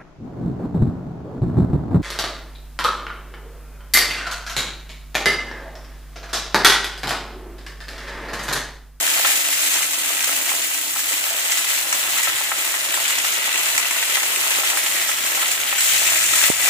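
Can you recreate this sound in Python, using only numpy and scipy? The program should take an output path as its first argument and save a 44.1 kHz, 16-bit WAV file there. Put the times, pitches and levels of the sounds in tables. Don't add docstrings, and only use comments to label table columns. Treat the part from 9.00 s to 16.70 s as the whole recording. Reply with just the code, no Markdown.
import sys
import numpy as np
from scipy import signal
from scipy.fft import rfft, irfft, next_fast_len
from scipy.io import wavfile

SR = 44100
rng = np.random.default_rng(int(sys.argv[2]) if len(sys.argv) > 2 else 0)


def inscribe(sig):
    pcm = np.round(np.clip(np.atleast_2d(sig).T, -1, 1) * 32767)
    wavfile.write(sys.argv[1], SR, pcm.astype(np.int16))


N = 339481
TIME = np.arange(N) / SR
CUTOFF_HZ = 15470


# time in seconds, fizz level in dB, crackle level in dB, bubbling level in dB.
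FRYING_LEVELS = [(0.0, -18.5, -23.5, -34), (0.1, -19, -24.5, -35.5), (0.22, -18.5, -23, -35),
                 (0.47, -19.5, -26, -38.5), (0.76, -19, -24.5, -36.5), (0.89, -22, -28, -39.5),
                 (1.3, -21.5, -26.5, -37), (1.9, -22.5, -29.5, -41.5), (2.35, -22, -26.5, -37.5),
                 (2.7, -20.5, -25, -38), (2.9, -22.5, -27, -36), (3.22, -22, -24.5, -36),
                 (3.36, -23.5, -25, -37.5), (3.56, -24, -26, -36), (3.84, -23, -27.5, -37.5),
                 (3.98, -22.5, -24.5, -36), (4.3, -22.5, -24.5, -36.5), (4.47, -25.5, -24.5, -36),
                 (4.52, -24.5, -25, -37.5), (4.74, -19.5, -22.5, -34), (4.85, -23.5, -25, -35.5),
                 (5.15, -21, -23, -35.5), (5.3, -23.5, -26, -35.5), (5.5, -20, -23.5, -34),
                 (5.69, -21.5, -24, -34), (5.76, -24, -27, -35), (5.86, -21, -24.5, -35),
                 (6.17, -23.5, -26.5, -37), (6.42, -21.5, -24.5, -35), (6.57, -24, -27, -36),
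                 (6.76, -24, -25, -36.5), (6.82, -20.5, -25, -39), (7.05, -19, -21.5, -34),
                 (7.28, -19, -23.5, -36.5), (7.42, -17, -21, -34), (7.7, -18, -22, -32)]


def sizzle():
    fizz_db, crackle_db, bubbling_db = in_time(FRYING_LEVELS)
    activity = flurries(per_s=140, spread_db=2.5, fade_s=.004, depth=.45)
    activity = activity * flurries(per_s=16, spread_db=0.76, fade_s=.04, depth=.3)
    fizz = bursts(activity, low_hz=4010, high_hz=17300, per_s=8000, spread_db=3.5,
                  damping=0.36, echo_db=-2, haze_db=-3.5, alike=0)
    crackle = bursts(activity, low_hz=1320, high_hz=4940, per_s=3000, spread_db=2.5,
                     damping=0.53, echo_db=-2.5, haze_db=-7.0, alike=0)
    bubbling = bursts(np.sqrt(activity), low_hz=152, high_hz=1455, per_s=1100, spread_db=3.5,
                      damping=1.37, echo_db=-5.5, haze_db=-4.0, alike=0.34)
    fizz = from_db(fizz_db - 0.5) * fizz
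    crackle = from_db(crackle_db - 0.58) * crackle
    return fizz + crackle + from_db(bubbling_db + 2.0) * bubbling


def bursts(activity, low_hz, high_hz, per_s, spread_db, damping, echo_db, haze_db, alike, count=7):
    grains = 0
    for hz in np.geomspace(low_hz, min(high_hz, CUTOFF_HZ), count):
        births = rms_one(clicks(activity * per_s / count, spread_db))
        grains = grains + new_spots(resonance(births, hz, damping * hz), echo_db)
    alike = np.clip(alike, 0, 1)
    shared = np.sqrt(alike) * rng.standard_normal(N)
    haze = shared + np.sqrt(1 - alike) * rng.standard_normal((2, N))
    haze = np.sqrt(activity) * rms_one(band(haze, low_hz, high_hz))
    grains = rms_one(band(grains, low_hz, high_hz))
    return rms_one(pan_and_ports(grains + from_db(haze_db) * haze))


def flurries(per_s, spread_db, fade_s, depth, limit=5):
    kicks = fading(np.abs(clicks(per_s, spread_db)), fade_s)
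    surge = limit * np.tanh(kicks / kicks.mean() / limit)
    return (1 + depth * surge) / (1 + depth)


def last_handful(level_db):
    landing_s, landing_takes_s = 6.775, .03
    fizz_db = in_time(FRYING_LEVELS)[0]
    activity = flurries(per_s=200, spread_db=2, fade_s=.003, depth=.5)
    seethe = bursts(activity, low_hz=5460, high_hz=9400, per_s=2500, spread_db=3,
                    damping=0.19, echo_db=-5, haze_db=-8, alike=0, count=4)
    return ramp(landing_s, landing_takes_s) * from_db(fizz_db + level_db) * seethe


# start in seconds, treble level in dB, body level in dB, opening crack over the spray in dB.
SPIT_EVENTS = [(0.076, -25, -27, 1), (0.2474, -35, -21, 3), (0.301, -28, -28, 2), (0.357, -26, -30, 0),
               (0.5282, -25.5, -30, 3), (0.631, -27, -33, 2), (0.7158, -25, -28, 2), (0.733, -26, -31, 2),
               (0.818, -28, -33, 2), (0.9327, -24.5, -30, -1), (1.034, -29, -31, 2), (1.089, -27.5, -26, 3),
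               (1.2053, -28.5, -28, 4), (1.242, -27.5, -38, 6), (1.291, -29.5, -38, 1),
               (1.3618, -29, -37, 3), (1.456, -34, -32, 1), (1.491, -29, -28, 4), (1.62, -28.5, -42, 0),
               (1.785, -39, -35, 4), (1.9904, -28, -35, 5), (2.121, -33, -31, 0), (2.266, -39, -28, 0),
               (2.5192, -24.5, -28, 6), (2.5733, -25.5, -38, 0), (2.6853, -30, -25, 3),
               (2.9263, -24, -29, 8), (3.168, -31, -26, 4), (3.186, -28, -36, 0), (3.2307, -23, -30, 1),
               (3.740, -27, -27.5, -2), (3.9404, -26, -31, 3), (4.0796, -26.5, -33, 6),
               (4.1051, -26, -27, 3), (4.1822, -30, -34, 8), (4.246, -29, -33, 3), (4.458, -27.5, -34, 6),
               (4.476, -33, -27.5, -1), (4.575, -23.5, -28, 0), (4.6553, -27, -29, -7),
               (4.778, -25, -29, 12), (4.9082, -29, -26, 8), (5.015, -32, -38, 5), (5.168, -30, -31, 0),
               (5.2318, -28, -28, 4), (5.3598, -29, -30, 8), (5.4271, -28, -32, 1), (5.506, -27.5, -24, 2),
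               (5.700, -25, -30, 4), (5.7722, -26.5, -31, 10), (5.8608, -29.5, -37, 10),
               (6.0896, -27, -32, 3), (6.264, -30, -30, 4), (6.348, -27, -35, 0), (6.5152, -25, -36, 7),
               (6.5989, -26.5, -26, -1), (6.727, -38, -32, 6), (6.7802, -23, -26, -3),
               (6.8064, -24, -33, 6), (7.3637, -30, -30, -2), (7.4232, -25, -34, 0)]


def spits(treble_db, body_db, crack_db, crack_s, grain_db, echo_db):
    hold_s, t60_s = 0.016, .09
    out, t = np.zeros((2, N)), TIME[:SR // 4]
    fade = from_db(-60 * np.maximum(t - hold_s, 0) / t60_s)
    for s, high_db, low_db, snap_db in SPIT_EVENTS:
        sizes = from_db(grain_db * rng.standard_normal(len(t)))
        grains = rms_one(rng.standard_normal(len(t)) * sizes)
        crack = from_db(snap_db + crack_db) * np.exp(-(t / crack_s) ** 2)
        spray = grains * (fade + crack)
        treble = from_db(high_db + treble_db) * band(spray, 3500, 9700, order=1)
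        body = from_db(low_db + body_db) * band(spray, 830, 4300, order=3)
        add(out, s, from_spot(treble + body, echo_db))
    return pan_and_ports(out)


# delay in seconds, level in dB against the pop.
POP_WALL_ECHOES = [(.0022, -7), (.0038, -2.5)]
# start in seconds, peak level in dB, pitch in Hz.
POP_EVENTS = [(0.2485, -11, 1300), (1.291, -18, 1000), (1.517, -19, 1000), (1.961, -19, 1200),
              (2.927, -17, 1100), (3.273, -9.5, 1500), (3.409, -19, 850), (3.517, -8.5, 1520),
              (3.741, -16, 1300), (3.9412, -13, 1700), (3.974, -16, 1200), (4.246, -15, 1100),
              (4.476, -15, 1200), (4.7782, -9.5, 1700), (5.17, -14, 1990), (5.231, -15, 1510),
              (5.634, -17, 1100), (5.731, -14.5, 1500), (5.7722, -14, 1500), (6.092, -15, 1400),
              (6.374, -14.5, 1200), (6.427, -14.5, 1200), (6.7269, -9, 1660), (7.335, -15, 1100)]


def pops(level_db, damping, echo_db):
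    out, collapse = np.zeros((2, N)), signal.unit_impulse(SR // 20)
    for delay_s, db in POP_WALL_ECHOES:
        collapse[int(delay_s * SR)] += from_db(db)
    for s, peak_db, hz in POP_EVENTS:
        note = band(resonance(collapse, hz, damping * hz), 616, 2500, order=3)
        note = from_db(peak_db + level_db) * note / np.abs(note).max()
        add(out, s, from_spot(note, echo_db))
    return lift(out, PAN_MODES)


def plips(level_db, per_s, spread_db, damping, count=4):
    bubbling_db = in_time(FRYING_LEVELS)[2]
    out = 0
    for hz in np.geomspace(1000, 1800, count):
        bubbles = resonance(clicks(per_s / count, spread_db), hz, damping * hz)
        out = out + new_spots(bubbles, echo_db=-10.0)
    return from_db(bubbling_db + level_db) * rms_one(lift(band(out, 750, 2700), PAN_MODES))


def ticks(level_db, per_s, spread_db, fade_s, echo_db):
    fizz_db, crackle_db, _ = in_time(FRYING_LEVELS)
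    out = 0
    for db, low_hz, high_hz in (fizz_db - 3.5, 3200, 15000), (crackle_db + 1, 1100, 6000):
        tears = fading(np.abs(clicks(per_s, spread_db)), fade_s)
        snaps = band(np.tanh(tears / 3) * rng.standard_normal(N), low_hz, high_hz, order=1)
        out = out + from_db(db + level_db) * rms_one(pan_and_ports(new_spots(snaps, echo_db)))
    return out


# frequency in Hz, level in dB per Hz.
OIL_COLOUR = [(60, -35), (150, -27.5), (280, -13), (450, -13), (650, -10.5), (1050, -7), (2000, 0.9),
              (2800, 1.5), (4000, -3.5), (4700, -8), (5400, -8.5), (6300, -9), (10500, -6), (14300, -5.5),
              (15400, -2.5)]
# frequency in Hz, width in Hz, lift in dB.
PAN_MODES = [(345, 33, 5), (564, 42, 6.5), (625, 6.5, 9), (677, 26, 9), (813, 4.8, 9), (900, 23, 6),
             (1321, 21, 6), (1695, 23, 2), (1964, 100, 3.5), (2890, 48, 0)]
# frequency in Hz, width in Hz, lift in dB.
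PORT_MODES = [(6730, 1700, 6.5), (7470, 1520, 12)]
# frequency in Hz, left minus right in dB.
PORT_SHADING = [(100, 7), (700, -5), (1300, -4.5), (2000, 1.5), (4000, -2), (5500, 2.5), (8800, 0),
                (11500, 1.5), (13500, -1.5), (15400, 5.5)]


def pan_and_ports(x):
    x = lift(colour(x, OIL_COLOUR), PAN_MODES)
    ports = zip(x, PORT_MODES, (.5, -.5))
    return np.array([colour(lift(one, [mode]), PORT_SHADING, share) for one, mode, share in ports])


def paths(echo_db, count=2400):
    port_lag_s = .00031
    rays = [(np.array([0.]), np.array([1.]))]
    # 60 dB decay time in s, level in dB, number of echoes
    for t60, db, number in (.025, 0.5, count // 8), (.25, 1.5, count):
        delay = rng.random(number) * t60
        gain = rng.standard_normal(number) * from_db(-60 * delay / t60)
        rays.append((delay, from_db(db + echo_db) * gain / np.linalg.norm(gain)))
    delay, gain = np.hstack(rays)
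    lag = rng.uniform(-.5, .5, len(delay)) * port_lag_s
    arrivals = [((delay + port_lag_s / 2 + side * lag) * SR).astype(int) for side in (1, -1)]
    responses = [np.bincount(at, gain, SR)[:SR // 4] for at in arrivals]
    return np.array(responses) / np.linalg.norm(gain)


def from_spot(x, echo_db=0):
    return signal.fftconvolve(x[None], paths(echo_db), axes=1)[:, :N]


def new_spots(x, echo_db, count=12):
    out = np.zeros((2, N))
    for at in np.array_split(np.arange(N), count):
        add(out, at[0] / SR, from_spot(x[at], echo_db))
    return out


def knock(level_db, hz, width_hz, tick_db, tick_hz, snap_db, snap_hz):
    knock_s = 7.5005
    out, t = np.zeros((2, N)), TIME[:SR // 20]
    thud = from_db(level_db) * np.sin(2 * np.pi * hz * t) * np.exp(-np.pi * width_hz * t)
    snap = -from_db(snap_db) * np.sin(2 * np.pi * snap_hz * t) * np.exp(-2 * snap_hz * t)
    tick = from_db(tick_db) * np.sin(2 * np.pi * tick_hz * t) * np.exp(-t / .0008)
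    add(out, knock_s, np.array([tick, tick + band(thud + snap, 100, 1400, order=2)]))
    return out


# start in seconds, level in dB, pitch in Hz.
TRAY_BUMPS = [(2.132, -35, 300), (3.345, -44, 106), (4.75, -43, 105), (6.235, -38, 240)]


def bumps(level_db, fade_s, rise_s):
    out, t = np.zeros((2, N)), TIME[:SR // 5]
    for s, bump_db, hz in TRAY_BUMPS:
        thud = np.sin(2 * np.pi * hz * t) * np.exp(-t / fade_s) * (1 - np.exp(-t / rise_s))
        add(out, s, from_db(bump_db + level_db) * thud[None])
    return out


# frequency in Hz, relative level in dB per Hz.
RUMBLE_COLOUR = [(20, -23), (45, -10), (70, -9), (105, 0), (150, -7.5), (250, -7), (600, -35)]


def rumble(moved):
    still_db, moving_db = -60.5, -56
    air = rng.standard_normal(N) + from_db(-12) * rng.standard_normal((2, N))
    surges = np.sqrt(flurries(per_s=13, spread_db=4, fade_s=.06, depth=0.56))
    level_db = still_db + moved * (moving_db - still_db)
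    return from_db(level_db) * rms_one(colour(air, RUMBLE_COLOUR) * surges)


# frequency in Hz, level in dB of the slightly unsteady tone.
STOVE_DRONE = [(96.9, -58.5), (118.4, -59)]


def drone(width_hz):
    out = 0
    for hz, db in STOVE_DRONE:
        waver = rms_one(resonance(rng.standard_normal(N), hz, width_hz))
        out = out + from_db(db) * rms_one(np.sin(2 * np.pi * hz * TIME) + waver / 2)
    return out


def hum(waver_db, waver_hz):
    hz, steady_db, hold_s, fade_db_per_s = 288, -57, 1.97, 28
    waver = rms_one(resonance(rng.standard_normal(N), hz, waver_hz))
    level_db = steady_db - fade_db_per_s * np.maximum(TIME - hold_s, 0)
    return from_db(level_db) * (rms_one(np.sin(2 * np.pi * hz * TIME)) + from_db(waver_db) * waver)


def from_db(db):
    return 10 ** (np.asarray(db) / 20)


def rms_one(x):
    return x / np.sqrt(np.mean(x ** 2) + 1e-20)


def in_time(rows):
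    s, *columns = np.transpose(rows)
    return [np.interp(TIME, s, c) for c in columns]


def ramp(start_s, length_s):
    return np.clip((TIME - start_s) / max(length_s, .01), 0, 1)


def clicks(per_s, spread_db):
    at = np.flatnonzero(rng.random(N) < per_s / SR)
    size_db = spread_db * np.minimum(rng.exponential(1, len(at)), 6)
    out = np.zeros(N)
    out[at] = from_db(size_db) * rng.choice([-1, 1], len(at))
    return out


def fading(kicks, fade_s):
    return signal.lfilter([1], [1, -np.exp(-1 / (fade_s * SR))], kicks + 1e-18)


def colour(x, points, share=1):
    size = next_fast_len(N + 8192)
    hz, db = np.transpose(points)
    bins = np.maximum(np.fft.rfftfreq(size, 1 / SR), 1)
    gain = from_db(share * np.interp(np.log(bins), np.log(hz), db))
    return irfft(rfft(x, size) * gain, size)[..., :N]


def band(x, low_hz, high_hz, order=3):
    edges = [low_hz, min(high_hz, SR / 2 - 2000)]
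    return signal.sosfilt(signal.butter(order, edges, "band", fs=SR, output="sos"), x + 1e-18)


def resonance(x, hz, width_hz):
    r = np.exp(-np.pi * width_hz / SR)
    zeros = np.array([1, 0, -1]) * (1 - r * r) / 2
    poles = [1, -2 * r * np.cos(2 * np.pi * hz / SR), r * r]
    return signal.lfilter(zeros, poles, x + 1e-18)


def lift(x, modes):
    return x + sum((from_db(db) - 1) * resonance(x, hz, width) for hz, width, db in modes)


def add(out, s, sound):
    at = int(s * SR)
    out[:, at:at + sound.shape[1]] += sound[:, :N - at]


def scene():
    moved = ramp(start_s=6.7, length_s=0.24)
    oil = sizzle() + plips(level_db=-4, per_s=60, spread_db=1.8, damping=0.54)
    oil = oil + ticks(level_db=-5, per_s=160, spread_db=2.0, fade_s=.0008, echo_db=-7)
    oil = oil + pops(level_db=1.5, damping=.7, echo_db=-8)
    oil = oil + spits(treble_db=9.3, body_db=6.0, crack_db=1.3, crack_s=0.0039, grain_db=3.5, echo_db=-4.5)
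    still_pan_db, moved_pan_db = 2.5, 5
    pan_db = still_pan_db + moved * (moved_pan_db - still_pan_db)
    oil = oil * from_db(pan_db * np.array([[.5], [-.5]])) + last_handful(level_db=-4.5)
    dip_s, dip_width_s, dip_db = 7.555, 0.063, -7.5
    oil = oil * from_db(dip_db * np.exp(-((TIME - dip_s) / dip_width_s) ** 2))
    hand = bumps(level_db=3.5, fade_s=0.0096, rise_s=0.0026)
    hand = hand + knock(level_db=3.0, hz=318, width_hz=270, tick_db=-5.5, tick_hz=8350,
                        snap_db=-1.0, snap_hz=800)
    return oil + hand + rumble(moved) + moved * drone(width_hz=5) + hum(waver_db=3, waver_hz=60)


def record(dry):
    top_cut = signal.ellip(12, .2, 80, CUTOFF_HZ, fs=SR, output="sos")
    return signal.sosfilt(top_cut, np.clip(dry, -1, 1))


dry = scene()
out = record(dry)
inscribe(out)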